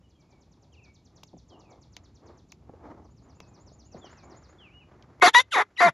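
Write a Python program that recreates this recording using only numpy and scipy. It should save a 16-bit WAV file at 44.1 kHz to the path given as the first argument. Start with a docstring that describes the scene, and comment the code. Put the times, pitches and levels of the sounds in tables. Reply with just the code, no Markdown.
"""At the edge of a field, close to a fabric hunting blind, a turkey gives four loud, raspy yelps.
Each is a membrane buzzing into a throat: a thin whistle that breaks down into a rough low note.
Before them one songbird trills and another whistles far off, as gliding near-sines with echoes.
The fabric rustles and bumps as coloured noise, gear ticks as short noise bursts,
and beneath lie a thin hiss and a low outdoor rumble, which is turned down during the yelps."""
import sys
import numpy as np
from scipy import signal
from scipy.fft import rfft, irfft, next_fast_len
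from scipy.io import wavfile
from scipy.ndimage import uniform_filter1d

SR = 44100
rng = np.random.default_rng(int(sys.argv[2]) if len(sys.argv) > 2 else 0)


def wav_out(sig):
    """Save sig, one row per channel (or a flat mono array), as 16-bit PCM at SR to the path in sys.argv[1]."""
    wavfile.write(sys.argv[1], SR, np.round(np.clip(np.atleast_2d(sig).T, -1, 1) * 32767).astype(np.int16))


N = 261513
TIME = np.arange(N) / SR
CUTOFF_HZ = 15650  # upper limit of the voice's partials and of the recorded band


def amp(db):
    """Level: every 20 dB is a factor of ten in amplitude."""
    return 10 ** (np.asarray(db) / 20)


def unit(x):
    """Normalization: scales the mean power to 1."""
    return x / np.sqrt(np.mean(x ** 2) + 1e-20)


def read(points, hz, axis=1):
    """Interpolation: reads a column of a spectrum on a log-frequency axis."""
    rows = np.array(points)
    return np.interp(np.log(hz + 1), np.log(rows[:, 0] + 1), rows[:, axis])


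def curves(rows, t):
    """Interpolation: reads every column of a timed table at the times t."""
    s, *columns = np.transpose(rows)
    return [np.interp(t, s, column) for column in columns]


def add(mix, s, sound):
    """Superposition: sums a sound into the mix from time s."""
    part = mix[max(round(s * SR), 0):][:len(sound)]
    part += sound[:len(part)]


def bins(x):
    """Fourier analysis: the frequencies of the spectrum of x."""
    return np.fft.rfftfreq(x.shape[-1], 1 / SR)


def colour(x, points):
    """Linear filtering: multiplies the spectrum by a frequency response."""
    return irfft(rfft(x) * amp(read(points, bins(x))), x.shape[-1])


def noise(points, size):
    """Filtered noise: white noise shaped by a spectrum, at rms 1."""
    white = rng.standard_normal(next_fast_len(size))
    return unit(colour(white, points)[:size])


def wander(size, hz):
    """Random modulation: low-passed noise of rms 1, up to about hz."""
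    white = rng.standard_normal(size)
    smooth = irfft(rfft(white) * np.exp(-(bins(white) / hz) ** 2), size)
    return unit(smooth)


def steady(x, size=260):
    """Envelope flattening: divides a sound by its short-term rms."""
    power = uniform_filter1d(uniform_filter1d(x ** 2, size), size)
    return x / np.sqrt(np.abs(power) + 1e-12)


def scatter(x, t60, delay):
    """Diffuse scattering: sparse echoes of random sign, each band decaying at its own rate."""
    taps = rng.choice([-1., 1.], SR) * (rng.random(SR) < .1) * (TIME[:SR] > delay)
    hz, t, z = signal.stft(taps, SR, nperseg=256)
    decay = amp(-60 * t / read(t60, hz)[:, None])
    tail = signal.istft(z * decay, SR, nperseg=256)[1]
    return signal.fftconvolve(x, tail / np.linalg.norm(tail))[:N]


# the yelps: start_s, length_s, attack_s, level_db, sag_db_per_s, middle_swell_db,
# whistle_softening_db_per_octave, treble_db, treble_fade_db_per_s, open_beak_hz
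YELP_ROWS = [(5.2105, .1035, .0135, -13.2, 90, 1, 2, -22.3, -55, 4700),
             (5.331, .102, .017, -10.3, 200, 14, 7, -21.7, 60, 3800),
             (5.506, .143, .022, -18.6, -70, 16, 1, -34, 95, 3850),
             (5.758, .159, .042, -13.2, -45, 22, 2, -34, 57, 4850)]
# the membrane of each yelp, from whistle to low note: time_s, pitch_hz, rasp (0-1)
MEMBRANE_CURVES = [
    [(5.213, 2250, .1), (5.222, 2060, .05), (5.226, 740, .8), (5.234, 722, .5), (5.245, 710, .04),
     (5.258, 709, .2), (5.275, 770, .85), (5.29, 919, .35), (5.298, 880, .85)],
    [(5.335, 1790, .5), (5.346, 1800, .15), (5.349, 990, .12), (5.357, 945, .025), (5.368, 972, .008),
     (5.38, 974, .008), (5.391, 990, .06), (5.402, 1037, .07), (5.42, 1065, .8)],
    [(5.515, 2120, .08), (5.523, 1570, .04), (5.548, 1100, .12), (5.572, 795, .5), (5.597, 701, .7),
     (5.607, 898, .35), (5.622, 822, .95)],
    [(5.77, 2800, .08), (5.781, 1920, .03), (5.802, 2010, .01), (5.807, 725, .97), (5.83, 698, .26),
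     (5.848, 698, .08), (5.877, 682, .3), (5.889, 600, .97)],
]
# a tiny pip as the voice catches on the last yelp: start_s, length_s, first_hz, last_hz, level_db
CATCH_PIP = (5.766, .011, 3300, 2400, -45)
# a low falling tone of the voice that ends the last yelp: start_s, length_s, first_hz, last_hz, level_db
END_GLIDE = (5.84, .066, 240, 140, -34.5)
# echo decay of the open field: frequency_hz, t60_s
FIELD_DECAY = [(200, .2), (1000, 0.067), (3000, 0.12), (10000, 0.05)]
# response of two microphone ports: frequency_hz, left_minus_right_db, left_lead_rad
PORT_RESPONSE = [(20, 0, 0), (520, 0, 0), (700, 2.2, -.35), (900, -.7, -.2), (1250, -2.5, .2),
                 (1420, 0, .7), (1700, -5, .2), (1900, 10.5, .6), (2120, 10.5, .4), (2260, 3.7, -.6),
                 (2550, 0, 0), (6400, 0, 0), (7500, 0, -2.2), (9300, 0, -4.1), (9700, 0, -6.28)]


def turkey(field_db=-33):
    """Direct and scattered sound: yelps with a faint field echo, differing in level and phase at two ports."""
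    direct = np.zeros(N)
    for row, membrane in zip(YELP_ROWS, MEMBRANE_CURVES):
        add(direct, *yelp(row, membrane))
    add(direct, *note(*CATCH_PIP))
    add(direct, *note(*END_GLIDE))
    field = scatter(direct, FIELD_DECAY, delay=.004)
    sound = np.pad(direct + amp(field_db) * field, (0, SR))
    hz = bins(sound)
    ratio = amp(read(PORT_RESPONSE, hz, axis=1))
    lead = np.exp(1j * read(PORT_RESPONSE, hz, axis=2))
    ports = np.array([ratio, 1 / lead]) * 2 / (1 + ratio)
    return irfft(rfft(sound) * ports, sound.shape[-1])[:, :N]


# throat colour of the clean tone: frequency_hz, relative_level_db
THROAT_RESPONSE = [(300, -9.5), (700, 10.5), (1000, -1.5), (1400, 1), (1950, 0.5), (2150, 3), (2600, -19),
                   (2900, -26), (3550, -19.5), (4400, -36), (5800, -28), (7300, -37.5), (10200, -38),
                   (14000, -61)]
# throat colour of the rasp: frequency_hz, relative_level_db
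RASP_RESPONSE = [(70, -34), (135, -21), (240, -20), (365, -2.5), (490, 0), (580, -3), (1000, 9),
                 (1500, 6.5), (2000, 6), (2300, 0), (2500, -6), (2800, -11), (3150, -13.5), (3550, -9),
                 (4000, -14.5), (5300, -20), (5850, -16), (6500, -18.5), (7400, -15.5), (10200, -24),
                 (13000, -43.5), (14200, -58), (15200, -82)]
BEAK_SHUT_HZ, BEAK_SKEW = 3200, .85  # opens and closes once a yelp, widest a little before the middle


def yelp(row, membrane, jitter=0.032, tremor=0.004, halves_db=-.5, treble_rasp_db=1,
         beak_db=7, beak_width_hz=330, split_hz=2550):
    """Source and filter: a membrane buzzes into the throat; rasp brings subharmonics and turbulence."""
    start, length, *_, open_hz = row
    u = np.linspace(0, 1, round(length * SR))
    t = start + length * u
    hz, rasp = curves(membrane, t)
    level_db, treble_db = loudness(row, t, hz)
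    opening = np.sin(np.pi * u ** BEAK_SKEW) ** 2
    beak_hz = BEAK_SHUT_HZ + (open_hz - BEAK_SHUT_HZ) * opening
    rasp = np.clip(rasp, .003, .97)
    hz = hz * (1 + (tremor + jitter * rasp) * wander(len(t), 330))
    phase = 2 * np.pi * np.cumsum(hz) / SR
    k = np.arange(1, 23)[:, None]
    offset = rng.uniform(0, 2 * np.pi, (2, len(k), 1))

    # the two lowest partials are firm; higher ones are weaker, and each flutters on its own
    flutter, slip, stumble = np.array([[wander(len(t), 110) for _ in k] for _ in range(3)])
    loose = np.clip((k - 2) / 3, 0, 1)
    # a thin whistle has hardly more than two partials
    thin_db = 14 * np.clip(hz / 1000 - 1, 0, .5) * 2 * (k > 2)
    partial_db = read(THROAT_RESPONSE, k * hz) - thin_db + loose * (3 * flutter - 5)
    partials = amp(partial_db) * (k * hz < CUTOFF_HZ)
    tone = (partials * np.cos(k * phase + offset[0] + .7 * loose * slip)).sum(0)

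    # strong and weak cycles in turn put unsteady lines halfway between the harmonics
    between = (k - .5) * hz
    half_gain = amp(read(RASP_RESPONSE, between) + 5 * stumble) * (between < CUTOFF_HZ)
    halves = (half_gain * np.cos((k - .5) * phase + offset[1] + .5 * slip)).sum(0)

    # air escapes in one puff a cycle
    puffs = colour(rng.standard_normal(len(t)) * (1 + 0.31 * np.cos(phase)), RASP_RESPONSE)
    rough = steady(steady(puffs) + amp(halves_db) * steady(halves))
    parts = np.array([np.sqrt(1 - rasp) * steady(tone), np.sqrt(rasp) * rough])

    # the treble opens and closes against the body of the note, and rings in the moving beak
    body = irfft(rfft(parts) / (1 + (bins(t) / split_hz) ** 20), len(t))
    clean_treble, rough_treble = parts - body
    treble = clean_treble + amp(treble_rasp_db) * rough_treble
    treble = treble + amp(beak_db) * beak(treble, beak_hz, beak_width_hz)
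    voice = amp(level_db) * steady(body.sum(0), size=140) + amp(treble_db) * steady(treble, size=200)
    return start, voice * signal.windows.tukey(len(t), .03)


ONSET_DB, RELEASE_DB, RELEASE_S = 42, 42, .03  # rise from and fall to this far under the level
LOW_NOTE_HZ = 750  # above this pitch the voice softens


def loudness(row, t, hz):
    """Amplitude envelope: attack, sagging hold and release for a yelp's body and treble."""
    start, length, attack, level_db, sag, swell_db, soften_db, treble_db, treble_fade, _ = row
    rising = np.maximum(1 - (t - start) / attack, 0)
    closing = np.maximum(1 - (start + length - t) / RELEASE_S, 0)
    ends_db = -ONSET_DB * rising ** 1.5 - RELEASE_DB * closing ** 1.4
    from_middle = t - start - length / 2
    arch_db = swell_db * (2 * from_middle / length) ** 2
    octaves_up = np.maximum(np.log2(hz / LOW_NOTE_HZ), 0)
    body_db = level_db - sag * from_middle - arch_db - soften_db * octaves_up
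    return body_db + ends_db, treble_db - treble_fade * from_middle + ends_db


def beak(x, hz, width_hz):
    """Resonance: a moving peak of gain 1, shifted to zero frequency, smoothed and shifted back."""
    turn = np.exp(2j * np.pi * np.cumsum(hz) / SR)
    r = np.exp(-np.pi * width_hz / SR)
    return 2 * (turn * signal.lfilter([1 - r], [1, -r], x / turn)).real


# falling trill syllable: time_s from the middle of the downsweep, pitch_hz, relative_level_db
FALLING_SYLLABLE = [(-.02, 7600, -22), (-.013, 7100, -7), (-.006, 6000, 0), (.002, 4800, -1),
                    (.012, 3700, -5), (.021, 3000, -15)]
# hooked syllable that swings up again: time_s from the downsweep's middle, pitch_hz, relative_level_db
HOOKED_SYLLABLE = [(-.028, 7000, -14), (-.015, 5900, 0), (-.003, 4900, 0), (.011, 3950, -6),
                   (.022, 3300, -20), (.032, 5300, -26), (.04, 6400, -6), (.053, 7020, -3),
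                   (.066, 7200, -6), (.076, 7000, -24)]
# run of falling syllables: first_s, period_s, lengthening_s per period, loudest_db,
# place of the loudest (0-1), fade_db a whole run away from it
FALLING_RUN = (.108, .1042, .00041, -63.3, .62, 22)
# run of hooked syllables: the same columns
HOOKED_RUN = (3.062, .1235, .00048, -61.3, .66, 28)
# notes of the whistling bird: start_s, length_s, first_hz, last_hz, level_db
WHISTLED_NOTES = [(.02, .06, 3030, 2850, -77), (.12, .05, 3450, 3150, -75), (.13, .12, 2500, 2200, -80),
                  (.25, .14, 2500, 2200, -76), (.72, .043, 3400, 2260, -67),
                  (.763, .048, 2980, 2370, -62.5), (.812, .06, 2810, 2290, -64),
                  (.86, .065, 2275, 2255, -65.5), (1.34, .055, 3620, 3400, -78),
                  (1.498, .075, 3380, 2740, -65), (1.59, .16, 3000, 2040, -72),
                  (3.32, .22, 2750, 2450, -76), (3.85, .08, 3000, 2510, -77),
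                  (4.012, .075, 3640, 2770, -58), (4.13, .17, 2850, 2050, -71),
                  (4.58, .122, 3550, 2200, -57), (4.7, .04, 2280, 2850, -65), (4.73, .08, 2860, 2930, -58),
                  (4.797, .045, 2950, 2350, -61)]
# echo decay among the trees around the deeper notes: frequency_hz, t60_s
TREES_DECAY = [(2000, .22), (3500, .18)]
# echo decay of the woods' edge: frequency_hz, t60_s
WOODS_DECAY = [(1000, 1), (2500, .36), (4500, .3), (7500, .2)]
NEAR_NOTE_DB, BLUR_SPAN_DB = -68, 8  # fainter notes come from deeper in: this far below, all blur


def songbirds(trill_woods_db=-5.5, note_woods_db=-10):
    """Reverberation: two far birds, direct and echoed by the edge of the woods."""
    trill, notes, deep = np.zeros((3, N))
    falling = FALLING_SYLLABLE, syllables(FALLING_RUN, count=23)
    hooked = HOOKED_SYLLABLE, syllables(HOOKED_RUN, count=12)
    for shape, run in (falling, hooked):
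        for s, db in run:
            # every point of a syllable strays a little in pitch (Hz) and level (dB)
            stray = rng.standard_normal((len(shape), 3)) * [0, 50, 1.5]
            start, sound = whistle(np.array(shape) + stray)
            add(trill, s + start, amp(db) * sound)
    # near trunks and ground ripple each sweep and blur its trailing edge
    trill = .85 * trill + .5 * scatter(trill, [(3000, .12), (8000, .12)], delay=.001)
    for row in WHISTLED_NOTES:
        start, sound = note(*row)
        blur = np.clip((NEAR_NOTE_DB - row[-1]) / BLUR_SPAN_DB, 0, 1)
        add(notes, start, np.sqrt(1 - blur) * sound)
        add(deep, start, np.sqrt(blur) * sound)
    notes = notes + scatter(deep, TREES_DECAY, delay=.001)
    sent = amp(trill_woods_db) * trill + amp(note_woods_db) * notes
    return trill + notes + scatter(sent, WOODS_DECAY, delay=0.007)


def syllables(run, count):
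    """Rhythm: times and levels of a trill that slows a little as it swells and fades."""
    first, period, slowing, top_db, crest, fade_db = run
    k = np.arange(count)
    times = first + period * k + slowing * k ** 2 / 2
    return zip(times, top_db - fade_db * (k / (count - 1) - crest) ** 2)


NOTE_EASE, NOTE_ARCH_DB = 1.2, 7  # pitch moves fastest at first; the ends lie this far under the middle


def note(start, length, first_hz, last_hz, db):
    """Glide: a pitch that moves and levels off while the level swells in the middle."""
    u = np.linspace(0, 1, 20)
    hz = last_hz + (first_hz - last_hz) * (1 - u) ** NOTE_EASE
    level_db = db - NOTE_ARCH_DB * (2 * u - 1) ** 2
    return whistle(np.transpose([start + length * u, hz, level_db]))


def whistle(rows):
    """Frequency modulation: one nearly pure tone whose phase sums its gliding pitch."""
    t = np.arange(rows[0][0], rows[-1][0], 1 / SR)
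    hz, db = curves(rows, t)
    phase = 2 * np.pi * np.cumsum(hz * (1 + .003 * wander(len(t), 150))) / SR
    return t[0], np.sqrt(2) * amp(db) * np.sin(phase) * signal.windows.tukey(len(t), .15)


# sharp ticks of gear: start_s, level_db (of the whole burst's energy), brightness_db_per_octave
GEAR_TICKS = [(1.2330, -25, -9), (1.2356, -25.5, 10), (1.966, -22, -1), (1.9672, -21.5, -4),
              (2.5202, -25, 14), (2.5236, -26, -7), (3.4032, -20.5, -7.5), (5.025, -33.5, -4),
              (5.199, -26, -16)]
# tick spectrum before the brightness tilt: frequency_hz, relative_level_db
TICK_SPECTRUM = [(300, -16), (1000, 0), (1600, -26), (2200, 8.5), (3000, 2.5), (4500, 3), (6800, 2.5),
                 (8500, -63), (13000, -27), (15000, -58)]


def ticks(snap_s=0.0015, ring_s=0.01, ring_db=-19):
    """Impact: small hard snaps of noise with a fast decay and a weaker, slightly longer ring."""
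    out, t = np.zeros(N), TIME[:2048]
    decay = np.exp(-t / snap_s) + amp(ring_db) * np.exp(-t / ring_s)
    for s, db, tilt in GEAR_TICKS:
        tilted = [(hz, level + tilt * np.log2(hz / 3000)) for hz, level in TICK_SPECTRUM]
        snap = noise(tilted, len(t)) * decay
        add(out, s, amp(db) * snap / np.linalg.norm(snap))
    return out


# spectrum of the rustle: frequency_hz, relative_level_db
RUSTLE_SPECTRUM = [(120, -27), (240, 2.5), (340, 6.5), (450, 0), (540, .5), (850, -1), (1250, -8),
                   (2000, -60)]
# spectrum of the brighter scrape: frequency_hz, relative_level_db
SCRAPE_SPECTRUM = [(600, -20), (1200, 1), (1650, -2.5), (2150, -6), (2700, -17), (6000, -22), (9000, -36),
                   (15000, -55)]
# soft bumps against the blind: start_s, level_db, decay_s, brightness_db_per_octave
BLIND_BUMPS = [(1.332, -45.5, 0.0047, 10), (1.339, -43.5, 0.017, -3), (1.3672, -47, 0.0048, 9),
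               (2.6946, -36, 0.0044, 4), (2.7368, -42.5, .007, 7.5), (3.718, -48.5, 0.0046, 20),
               (3.945, -39, 0.016, 4.5), (4.044, -38, 0.0032, 10)]
# bump spectrum before the brightness tilt: frequency_hz, relative_level_db
BUMP_SPECTRUM = [(40, -36), (160, 20.5), (400, 9), (800, -3), (1300, -39), (3000, -75), (9000, -70)]


def blind(flutter_db=2.6):
    """Friction and impact: fabric rubs as fluttering noise and takes a few dull decaying bumps."""
    rustle, scrape = rubbing()
    out = rustle * noise(RUSTLE_SPECTRUM, N) + scrape * noise(SCRAPE_SPECTRUM, N)
    out *= amp(flutter_db * wander(N, 52))
    t = TIME[:8192]
    for s, db, decay, tilt in BLIND_BUMPS:
        tilted = [(hz, level + tilt * np.log2(min(hz, 1000) / 400)) for hz, level in BUMP_SPECTRUM]
        envelope = np.exp(-t / decay) * (1 - np.exp(-t / .0004))
        add(out, s, amp(db) * steady(noise(tilted, len(t))) * envelope)
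    return out


# strokes of rubbing fabric: strongest_s, length_s, rustle_db, scrape_db (levels before the flutter)
RUB_STROKES = [(.36, .22, -67.5, -83), (.7, .2, -68, -90), (.87, .045, -67, -72), (1.16, .1, -66, -80),
               (1.56, .1, -55.5, -77), (1.71, .13, -57.5, -77), (1.98, .2, -68, -76),
               (2.29, .105, -53.5, -66.5), (2.745, .14, -58.5, -73), (2.885, .1, -46.5, -61.5),
               (2.99, .13, -58, -77), (3.27, .08, -60, -72), (3.5, .4, -62, -75), (4, .1, -51, -63),
               (4.12, .13, -60, -59.5), (4.3, .11, -51.5, -67), (4.42, .4, -61.5, -66),
               (4.97, .3, -60.5, -69), (5.6, .4, -72, -73)]
STROKE_LAG = 1.4  # a stroke dies away this many times more slowly than it builds


def rubbing(rest_db=-76, scrape_rest_db=-88):
    """Power addition: smooth strokes over a constant faint stir give the rustle and scrape gains."""
    t = TIME[::64]
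    power = amp([[rest_db], [scrape_rest_db]]) ** 2 * np.ones(len(t))
    for s, length, db, scrape_db in RUB_STROKES:
        reach = length / (1 + STROKE_LAG) * np.where(t < s, 1, STROKE_LAG)
        power = power + amp([[db], [scrape_db]]) ** 2 * np.exp(-((t - s) / reach) ** 2)
    return [np.interp(TIME, t, np.sqrt(p)) for p in power]


# spectrum of the outdoor rumble: frequency_hz, relative_level_db
RUMBLE_SPECTRUM = [(15, -45), (25, -27), (40, -13), (65, 2.5), (110, -1.5), (200, -7), (360, -14),
                   (520, -23), (880, -27), (1250, -35), (2000, -48.5), (8000, -78.5)]
# rumble as the recorder's gain control passes it, drawn as a set curve that drops during the yelps,
# before the overall gain: time_s, level_db
RUMBLE_LEVEL = [(0, -56.5), (1.2, -54.5), (1.7, -54.5), (2.4, -52.5), (3.2, -52), (5.1, -54), (5.6, -62),
                (5.93, -66)]
# spectrum of the thin hiss: frequency_hz, relative_level_db
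HISS_SPECTRUM = [(100, -20), (900, 2), (1650, -2), (2300, 2), (3200, -1), (6500, -2), (7600, -5),
                 (10000, -15), (13000, -19), (14500, -30), (16000, -38)]


def air(rumble_gain_db=-3.5, hiss_db=-79):
    """Ambient noise: a low rumble that the recorder's gain control turns down during the yelps, and hiss."""
    level_db, = curves(RUMBLE_LEVEL, TIME)
    rumble = amp(level_db + rumble_gain_db) * noise(RUMBLE_SPECTRUM, N)
    return rumble + amp(hiss_db) * noise(HISS_SPECTRUM, N)


def scene(side_db=-20):
    """Mid and side: the surroundings sit in the middle, with a little scattered width above the bass."""
    around = songbirds() + ticks() + blind() + air()
    no_bass = signal.butter(2, 800, "high", fs=SR, output="sos")
    side = amp(side_db) * signal.sosfilt(no_bass, scatter(around, FIELD_DECAY, delay=.001))
    return turkey() + np.array([around + side, around - side])


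# a narrow notch of the microphone: frequency_hz, gain_db
MICROPHONE_NOTCH = [(7500, 0), (7800, -9), (8250, -22), (8700, -9), (9500, 0)]


def record(dry):
    """Transduction: a narrow notch, soft saturation of the highest peaks, then the band limit."""
    heard = colour(np.pad(dry, ((0, 0), (0, 4096))), MICROPHONE_NOTCH)[:, :N]
    heard = heard / (1 + (heard / .92) ** 10) ** .1
    low_pass = signal.firwin(511, CUTOFF_HZ, window=("kaiser", 9), fs=SR)
    return signal.oaconvolve(heard, low_pass[None], "same")


dry = scene()
out = record(dry)
wav_out(out)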